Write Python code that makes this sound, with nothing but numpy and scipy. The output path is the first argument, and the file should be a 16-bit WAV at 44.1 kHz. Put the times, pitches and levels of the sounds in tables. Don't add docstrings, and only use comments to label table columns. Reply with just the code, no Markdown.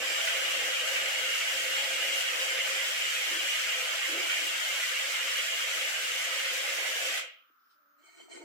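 import sys
import numpy as np
from scipy import signal
from scipy.fft import rfft, irfft, next_fast_len
from scipy.io import wavfile
from scipy.ndimage import uniform_filter1d, map_coordinates

SR = 44100
rng = np.random.default_rng(int(sys.argv[2]) if len(sys.argv) > 2 else 0)


def wav_record(signal):
    frames = np.transpose(np.atleast_2d(signal))
    bounded = np.clip(frames, -1, 1)
    quanta = np.round(bounded * 32767).astype(np.int16)
    wavfile.write(sys.argv[1], SR, quanta)


N = 372195
T = np.arange(N) / SR
SIZE = next_fast_len(N + SR)
FREQS = np.maximum(np.arange(SIZE // 2 + 1) * SR / SIZE, 1)

SHAFT_HZ, MAINS_HZ, OFF_S = 290.14, 50, 7.188
COAST_DB_PER_S, SWIRL_DB_PER_S, LID_RING_DB_PER_S = 338, 160, 172
TWIST_ATTACK_S, TWIST_RELEASE_DB_PER_S = 0.031, 242

# frequency in Hz, bandwidth in Hz, relative level in dB.
JAR_MODES = [(1163, 28, -17), (1289, 41, -10), (1415, 35, -11), (1505, 45, -9), (1611, 52, -11),
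             (2003, 25, -8), (2112, 42, -4), (2213, 30, -3), (2390, 50, -4.5), (2700, 45, -8),
             (2958, 44, -4.5), (3150, 96, -6), (3298, 22, -7)]
LID_MODE = [(2872, 34, 0)]
MOTOR_MODES = [(4312, 77, -8), (4964, 50, -5), (5684, 38, -7), (7048, 215, -7), (7951, 57, -7),
               (8158, 105, -9), (13076, 278, -13)]
MOTOR_WHINE = [(4964, 45, -5), (7435, 40, 0)]
AIR_MODES = [(338, 36, -15), (529, 30, 1.5), (657, 58, -5), (817, 34, -10)]
BASE_MODES = [(263, 49, -8), (327, 49, -1.5), (457, 100, -4), (675, 48, 1.5), (910, 30, -2)]
RIM_MODES = [(1490, 45, -10), (1860, 30, -10), (2096, 35, -5.5), (2215, 50, -3.5), (2340, 47, -8),
             (2990, 80, -12), (3116, 36, -4), (4140, 110, -12.5), (5965, 90, -17), (6680, 120, -18),
             (7470, 120, -15), (8110, 90, -12)]

# frequency in Hz, relative spectral density in dB.
GRIND_SPECTRUM = [(900, -21.5), (1400, -12), (1900, -5), (2600, -6.5), (3100, -6), (3700, -12), (4100, -18)]
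HISS_SPECTRUM = [(3800, -6), (5300, -5), (6000, -2), (6600, -5.5), (7600, -6.5), (8300, -8), (9300, -11.5),
                 (11200, -11), (12600, -15.5), (14500, -16.5), (16000, -20)]
SHAKE_SPECTRUM = [(25, -13.5), (45, -12), (85, 3), (130, 1.5), (190, -6), (250, 10), (330, 8), (430, 2.5)]
DRONE_SPECTRUM = [(30, -25.5), (120, -34), (260, -15), (500, -23.5), (950, -19), (1290, 5), (1650, -9),
                  (2100, -20), (3500, -26.5), (6000, -26.5), (9000, -41), (14000, -41.5)]
GROAN_SPECTRUM = [(245, -18), (280, -7.5), (330, 2), (400, -3.5), (510, -13)]
LID_SPECTRUM = [(2400, -8), (3200, 0), (4000, -5), (5350, 1), (6200, -16), (9000, -15), (10000, -13),
                (11500, -27)]
SCRAPE_SPECTRUM = [(900, -2), (1800, -8), (2700, -12), (3750, -20), (4300, -2), (5400, -10), (8400, -6),
                   (10500, -23), (14000, -38)]

# time in seconds, level in dB.
LID_DRUMMING = [(0.1, -42), (0.55, -36.5), (1.9, -41), (2.5, -43.5), (3.6, -44), (5.5, -42.5), (7.1, -45.5)]
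CHURN_LEVELS = [(0.0, -43.5), (0.6, -43), (1.5, -46), (2.65, -44.5), (3.0, -49.5), (4.0, -46.5),
                (4.7, -48.5), (6.3, -48), (6.7, -45)]

# start in seconds, length in seconds, level in dB.
JOLTS = [(0.005, 0.026, -62), (0.54, 0.04, -66.5), (1.03, 0.05, -66), (1.91, 0.04, -71), (2.12, 0.036, -69),
         (4.17, 0.06, -69.5)]
LID_SURGES = [(0.45, 0.14, -37.5), (1.28, 0.05, -38.5), (1.72, 0.1, -37.5), (2.02, 0.03, -37.5),
              (2.17, 0.04, -36.5), (2.6, 0.05, -37), (3.02, 0.08, -37.5), (3.48, 0.08, -35.5),
              (3.72, 0.04, -40.5), (4.28, 0.1, -41)]
SEAT_RUBS = [(3.3, 0.09, -52), (4.125, 0.13, -46), (4.39, 0.15, -54.5), (8.05, 0.11, -72), (8.2, 0.12, -60),
             (8.35, 0.09, -55.5)]
LID_SWEEPS = [(7.6, 0.08, -83), (7.71, 0.015, -70.5)]

# start in seconds, peak level in dB.
CHUNKS = [(0.2744, -23), (0.957, -24), (1.349, -31), (1.765, -28), (2.178, -33.5), (3.532, -28.5),
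          (4.294, -22.5), (4.3261, -30.5), (4.7391, -30.5), (4.802, -27.5), (5.141, -25.5), (5.2699, -28),
          (6.4497, -25.5)]
# frequency in Hz, level in dB.
ELECTRICAL_TONES = [(14879, -77.5), (14981, -80.5), (15079, -85)]
# start in seconds, peak level in dB, spectral centre in Hz.
KNOCKS = [(7.499, -69, 260), (8.086, -58, 650), (8.2, -47, 480), (8.283, -49, 680), (8.375, -40, 760),
          (8.408, -45, 330)]
# start in seconds, length in seconds, level in dB, pitch in Hz.
CATCHES = [(7.646, 0.097, -86, 5350), (7.65, 0.1, -94, 10050), (7.88, 0.069, -92, 6500),
           (8.035, 0.05, -72, 3115), (8.055, 0.043, -68, 2215), (8.179, 0.08, -63.5, 3130),
           (8.2, 0.008, -56, 3115), (8.198, 0.04, -75, 4230), (8.322, 0.012, -53.5, 3090),
           (8.333, 0.03, -70, 2220), (8.41, 0.02, -55, 2210)]
# time in seconds, pitch in Hz, level in dB.
FINGER_SLIDE = [(7.76, 305, -85), (7.79, 300, -82), (7.95, 285, -80), (8.01, 290, -66), (8.05, 287, -84)]
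# start in seconds, length in seconds, scrape in dB, rub in dB.
TWISTS = [(8.0, 0.04, -71, -80), (8.06, 0.09, -62, -75), (8.185, 0.045, -57, -72),
          (8.315, 0.062, -50, -57.5), (8.42, 0.03, -66, -54.5)]

# frequency in Hz, time to decay by 60 dB in seconds.
ROOM_DECAY = [(150, 0.11), (600, 0.29), (1500, 0.34), (3000, 0.45), (6000, 0.25), (14000, 0.079)]
# midpoint in seconds, half length in seconds, phase between the ears in radians.
BASS_HOLDS = [(0.062, 0.077, 1), (0.226, 0.026, 3.5), (0.54, 0.027, -1.5), (0.663, 0.026, -0.5),
              (0.76, 0.047, 3.5), (1.02, 0.071, 1), (1.392, 0.074, 3), (1.793, 0.11, 1), (2.25, 0.079, 3),
              (2.368, 0.034, 1), (2.52, 0.08, 1.1), (3.25, 0.036, 3), (3.35, 0.04, 1), (3.668, 0.065, 2),
              (4.118, 0.035, 0.1), (4.298, 0.1, 3.5), (4.593, 0.12, 3.5), (4.868, 0.033, 3),
              (5.16, 0.045, 4), (5.598, 0.038, 4), (5.732, 0.021, 2.5), (5.926, 0.065, 3),
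              (6.219, 0.057, 3.5), (6.764, 0.048, -1.5), (6.864, 0.028, 2.5), (7.08, 0.05, -1),
              (7.182, 0.052, 3.5), (7.9, 0.09, 1), (8.192, 0.16, 3.5), (8.42, 0.034, 1)]
# frequency in Hz, left minus right level in dB.
BALANCE = [(100, 0), (500, 0.8), (1300, 0), (2300, -3), (3000, 0), (4500, 1.5), (14000, 2.5)]


def undb(db):
    return 10 ** (np.asarray(db) / 20)


def unit(x):
    return x / np.sqrt(np.mean(x ** 2))


def noise():
    return rng.standard_normal(N)


def walk(rate):
    step = max(int(SR / rate), 2)
    stairs = np.repeat(rng.standard_normal(N // step + 1), step)
    return unit(uniform_filter1d(stairs, step)[:N])


def clicks(rate, spread_db):
    return (rng.random(N) < rate / SR) * np.sign(noise()) * undb(spread_db * np.clip(noise(), -2, 2))


def contour(rows, column=1):
    rows = np.array(rows)
    return undb(np.interp(T, rows[:, 0], rows[:, column]))


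def strokes(rows, attack_s, release_db_per_s, column=2):
    gain = 0
    for row in rows:
        start, length = row[:2]
        rise = np.clip(1 + (T - start) / attack_s, 0, 1)
        gain += rise * undb(row[column] - release_db_per_s * np.maximum(T - start - length, 0))
    return gain


def coasting(db_per_s):
    return undb(-db_per_s * np.maximum(T - OFF_S, 0))


def steady(x, share, span_s):
    power = uniform_filter1d(x ** 2, max(int(span_s * SR), 2))
    return unit(x / (power + np.mean(x ** 2) / 10) ** (share / 2))


def along(points):
    hz, value = np.transpose(points)
    return np.interp(np.log(FREQS), np.log(hz), value)


def colour(points):
    outside = np.minimum(1, np.minimum(FREQS / points[0][0], points[-1][0] / FREQS))
    return undb(along(points)) * outside ** 4


def band_around(hz):
    return 1 / (1 + (2 * np.log2(FREQS / hz)) ** 2)


def ringing(modes):
    return np.sqrt(sum((undb(db) * band_around(hz)) ** 2 / (1 + (2 * (FREQS - hz) / width) ** 2)
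                       for hz, width, db in modes))


def small_body(modes, low_hz):
    return ringing(modes) / (1 + (low_hz / FREQS) ** 8)


def through(x, gain):
    cepstrum = irfft(np.log(gain / gain.max() + 1e-6), SIZE)
    cepstrum[1:SIZE // 2] *= 2
    cepstrum[SIZE // 2 + 1:] = 0
    return irfft(rfft(x, SIZE) * np.exp(rfft(cepstrum)), SIZE)[:N]


def blows(rows, body, rattle=0):
    impulse = np.zeros(N)
    impulse[0] = 1
    force = 0
    for start, db in rows:
        rattling = rattle * (T >= start) * np.exp(-np.abs(T - start) / 0.014)
        force += undb(db) * (np.roll(impulse, int(start * SR)) + rattling)
    return through(force * np.sign(noise()), body) / np.abs(through(impulse, body)).max()


def room(x, near_db, moves_per_s, spots):
    t = T[:SR // 2]
    log_centres = np.log([hz for hz, t60 in ROOM_DECAY])
    log_freqs = np.log(np.maximum(np.arange(len(t) // 2 + 1) * SR / len(t), 1))
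    white = rfft(rng.standard_normal((spots, 2, len(t))))
    paths = undb(near_db) * rng.standard_normal((spots, 2, len(t))) * unit(np.exp(-t / 0.0039))
    for share, (_, t60) in zip(np.eye(len(ROOM_DECAY)), ROOM_DECAY):
        band = irfft(white * np.interp(log_freqs, log_centres, share), len(t))
        paths += band * unit(np.exp(-np.log(1000) * t / t60))
    responses = rfft(paths.astype(np.float32), SIZE)
    responses /= np.sqrt(np.mean(np.abs(responses) ** 2, axis=0))
    weights = np.array([walk(moves_per_s) for _ in range(spots)])
    weights /= np.sqrt(np.sum(weights ** 2, axis=0))
    emitted = rfft((weights * x).astype(np.float32), SIZE)
    return irfft(np.sum(emitted[:, None] * responses, axis=0), SIZE)[:, :N]


def widen(x, drift_rad=2.24, bass_edge_hz=582):
    def spread(band, rad):
        return np.real(signal.hilbert(band, SIZE)[:N] * np.exp(0.5j * np.outer([1, -1], rad)))

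    angle = drift_rad * walk(13)
    for middle, half, held in BASS_HOLDS:
        angle += (held - angle) / (1 + ((T - middle) / half) ** 6)
    bass = irfft(rfft(x, SIZE) / (1 + (FREQS / bass_edge_hz) ** 30), SIZE)[:N]
    return spread(bass, angle) + spread(x - bass, drift_rad * walk(22))


def food_impacts(shaft_angle, wall_db=-31, fade_db_per_s=0.21):
    strikes = clicks(14000 * (1 + 0.6 * np.cos(2 * shaft_angle)), spread_db=5.5)
    jar = ringing(JAR_MODES) + undb(2.5) * colour(GRIND_SPECTRUM)
    wall = steady(through(strikes, jar), share=0.7, span_s=0.013)
    wall *= undb(wall_db - fade_db_per_s * T) * coasting(COAST_DB_PER_S)
    lid = through(clicks(3000, spread_db=2.5), ringing(LID_MODE))
    lid = steady(lid, share=0.77, span_s=0.04) * contour(LID_DRUMMING) * coasting(LID_RING_DB_PER_S)
    return wall + lid + blows(CHUNKS, jar, rattle=0.26)


def brush_hiss(shaft_angle):
    load = 1 + 0.12 * np.cos(2 * np.pi * 2 * MAINS_HZ * T) + 0.08 * np.cos(shaft_angle)
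    sparks = clicks(16000, spread_db=3.8) * load
    motor = colour(HISS_SPECTRUM) + undb(-2) * ringing(MOTOR_MODES)
    return undb(-40.5) * unit(through(sparks, motor))


def motor_whine(level_db=-48.3, flicker_db=2.06):
    ears = [steady(through(noise(), ringing(MOTOR_WHINE)), share=0.2, span_s=0.02) for _ in range(2)]
    flicker = (walk(3) + walk(12)) / np.sqrt(2)
    return np.array(ears) * undb(level_db + flicker_db * flicker)


def grinder():
    drive = coasting(COAST_DB_PER_S)
    shaft_hz = SHAFT_HZ * (1 + 0.03 * walk(6)) * drive ** 0.31
    shaft_angle = 2 * np.pi * np.cumsum(shaft_hz) / SR
    sparking = drive * undb(0.79 * walk(22))
    vents = undb(-1.5) * np.array([brush_hiss(shaft_angle) for _ in range(2)]) * sparking
    radiated = food_impacts(shaft_angle) + brush_hiss(shaft_angle) * sparking
    return room(radiated, near_db=-1.5, moves_per_s=40, spots=12) + vents + motor_whine() * drive


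def churning(slosh_depth=0.012, sloshes_per_s=7):
    air = through(clicks(6000, spread_db=0), small_body(AIR_MODES, low_hz=300))
    warped_samples = np.cumsum(1 + slosh_depth * walk(sloshes_per_s))
    air = map_coordinates(air, [warped_samples], order=1, mode="mirror")
    return steady(air, share=0.76, span_s=0.028) * contour(CHURN_LEVELS)


def base_shake(smooth_db=-73.5, lumpy_extra_db=8, smoothing_s=1.9, judder_db=2.5):
    unbalance = undb(smooth_db + lumpy_extra_db * np.exp(-T / smoothing_s))
    jolts = strokes(JOLTS, attack_s=0.025, release_db_per_s=155)
    rumble = unit(through(noise(), colour(SHAKE_SPECTRUM)))
    return rumble * undb(judder_db * walk(28)) * np.hypot(unbalance, jolts)


def background(drone_db=-67.5):
    drone = np.array([unit(through(noise(), colour(DRONE_SPECTRUM))) for _ in range(2)])
    whine = sum(undb(db) * np.sin(2 * np.pi * (hz * T + rng.random((2, 1)) / 3))
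                for hz, db in ELECTRICAL_TONES)
    return undb(drone_db) * drone + whine


def lid_surges():
    ears = [steady(through(noise(), ringing(LID_MODE)), share=0.72, span_s=0.02) for _ in range(2)]
    return np.array(ears) * strokes(LID_SURGES, attack_s=0.04, release_db_per_s=201.5)


def seat_groans():
    slips = through(clicks(2500, spread_db=0.5), colour(GROAN_SPECTRUM))
    envelope = strokes(SEAT_RUBS, attack_s=0.057, release_db_per_s=147)
    return steady(slips, share=0.6, span_s=0.031) * envelope


def jar_knocks(base):
    return sum(blows([(start, db)], base * band_around(hz)) for start, db, hz in KNOCKS)


def hand_on_lid():
    friction = unit(through(noise(), colour(LID_SPECTRUM)))
    return friction * strokes(LID_SWEEPS, attack_s=0.023, release_db_per_s=451)


def catch_tones(pitch_jitter=0.00894, chatter_db=3.5):
    chatter = undb(chatter_db * walk(90))
    tones = 0
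    for start, length, db, hz in CATCHES:
        phase = 2 * np.pi * np.cumsum(hz * (1 + pitch_jitter * walk(300))) / SR
        envelope = strokes([(start, length, db)], attack_s=0.011, release_db_per_s=548)
        tones += np.sqrt(2) * np.sin(phase) * envelope
    return chatter * tones


def finger_squeak(pitch_jitter=0.032, fade_s=0.0257):
    times, hz, _ = np.transpose(FINGER_SLIDE)
    phase = 2 * np.pi * np.cumsum(np.interp(T, times, hz) * (1 + pitch_jitter * walk(90))) / SR
    contact = np.clip(1 + np.minimum(T - times[0], times[-1] - T) / fade_s, 0, 1)
    return unit(np.sin(phase) + 1.4 * np.sin(2 * phase)) * contour(FINGER_SLIDE, column=2) * contact


def twist_rub(base):
    rub = unit(through(clicks(1500, spread_db=2.5), base))
    return rub * strokes(TWISTS, TWIST_ATTACK_S, TWIST_RELEASE_DB_PER_S, column=3)


def rim_scrape():
    rim = ringing(RIM_MODES) + undb(-18) * colour(SCRAPE_SPECTRUM)
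    scrape = unit(through(clicks(5000, spread_db=1), rim))
    return scrape * strokes(TWISTS, TWIST_ATTACK_S, TWIST_RELEASE_DB_PER_S)


def scene(scatter_db=-7, catch_room_db=-8):
    swirl = coasting(SWIRL_DB_PER_S)
    paste = (churning() + base_shake()) * swirl
    base = small_body(BASE_MODES, low_hz=216.5)
    lows = widen(paste + seat_groans() + twist_rub(base) + jar_knocks(base) + finger_squeak())
    scattered = undb(scatter_db) * np.array([churning(), churning()]) * swirl
    catches = catch_tones()
    handling = hand_on_lid() + rim_scrape() + undb(catch_room_db) * catches
    hands = catches + room(handling, near_db=7, moves_per_s=28, spots=4)
    mix = grinder() + lid_surges() + lows + scattered + hands + background()
    ear_gains = undb(np.outer([0.5, -0.5], along(BALANCE)))
    return irfft(rfft(mix, SIZE) * ear_gains, SIZE)[:, :N]


def record(dry):
    return signal.sosfilt(signal.ellip(10, 0.2, 70, 15800, fs=SR, output="sos"), dry)


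dry = scene()
out = record(dry)
wav_record(out)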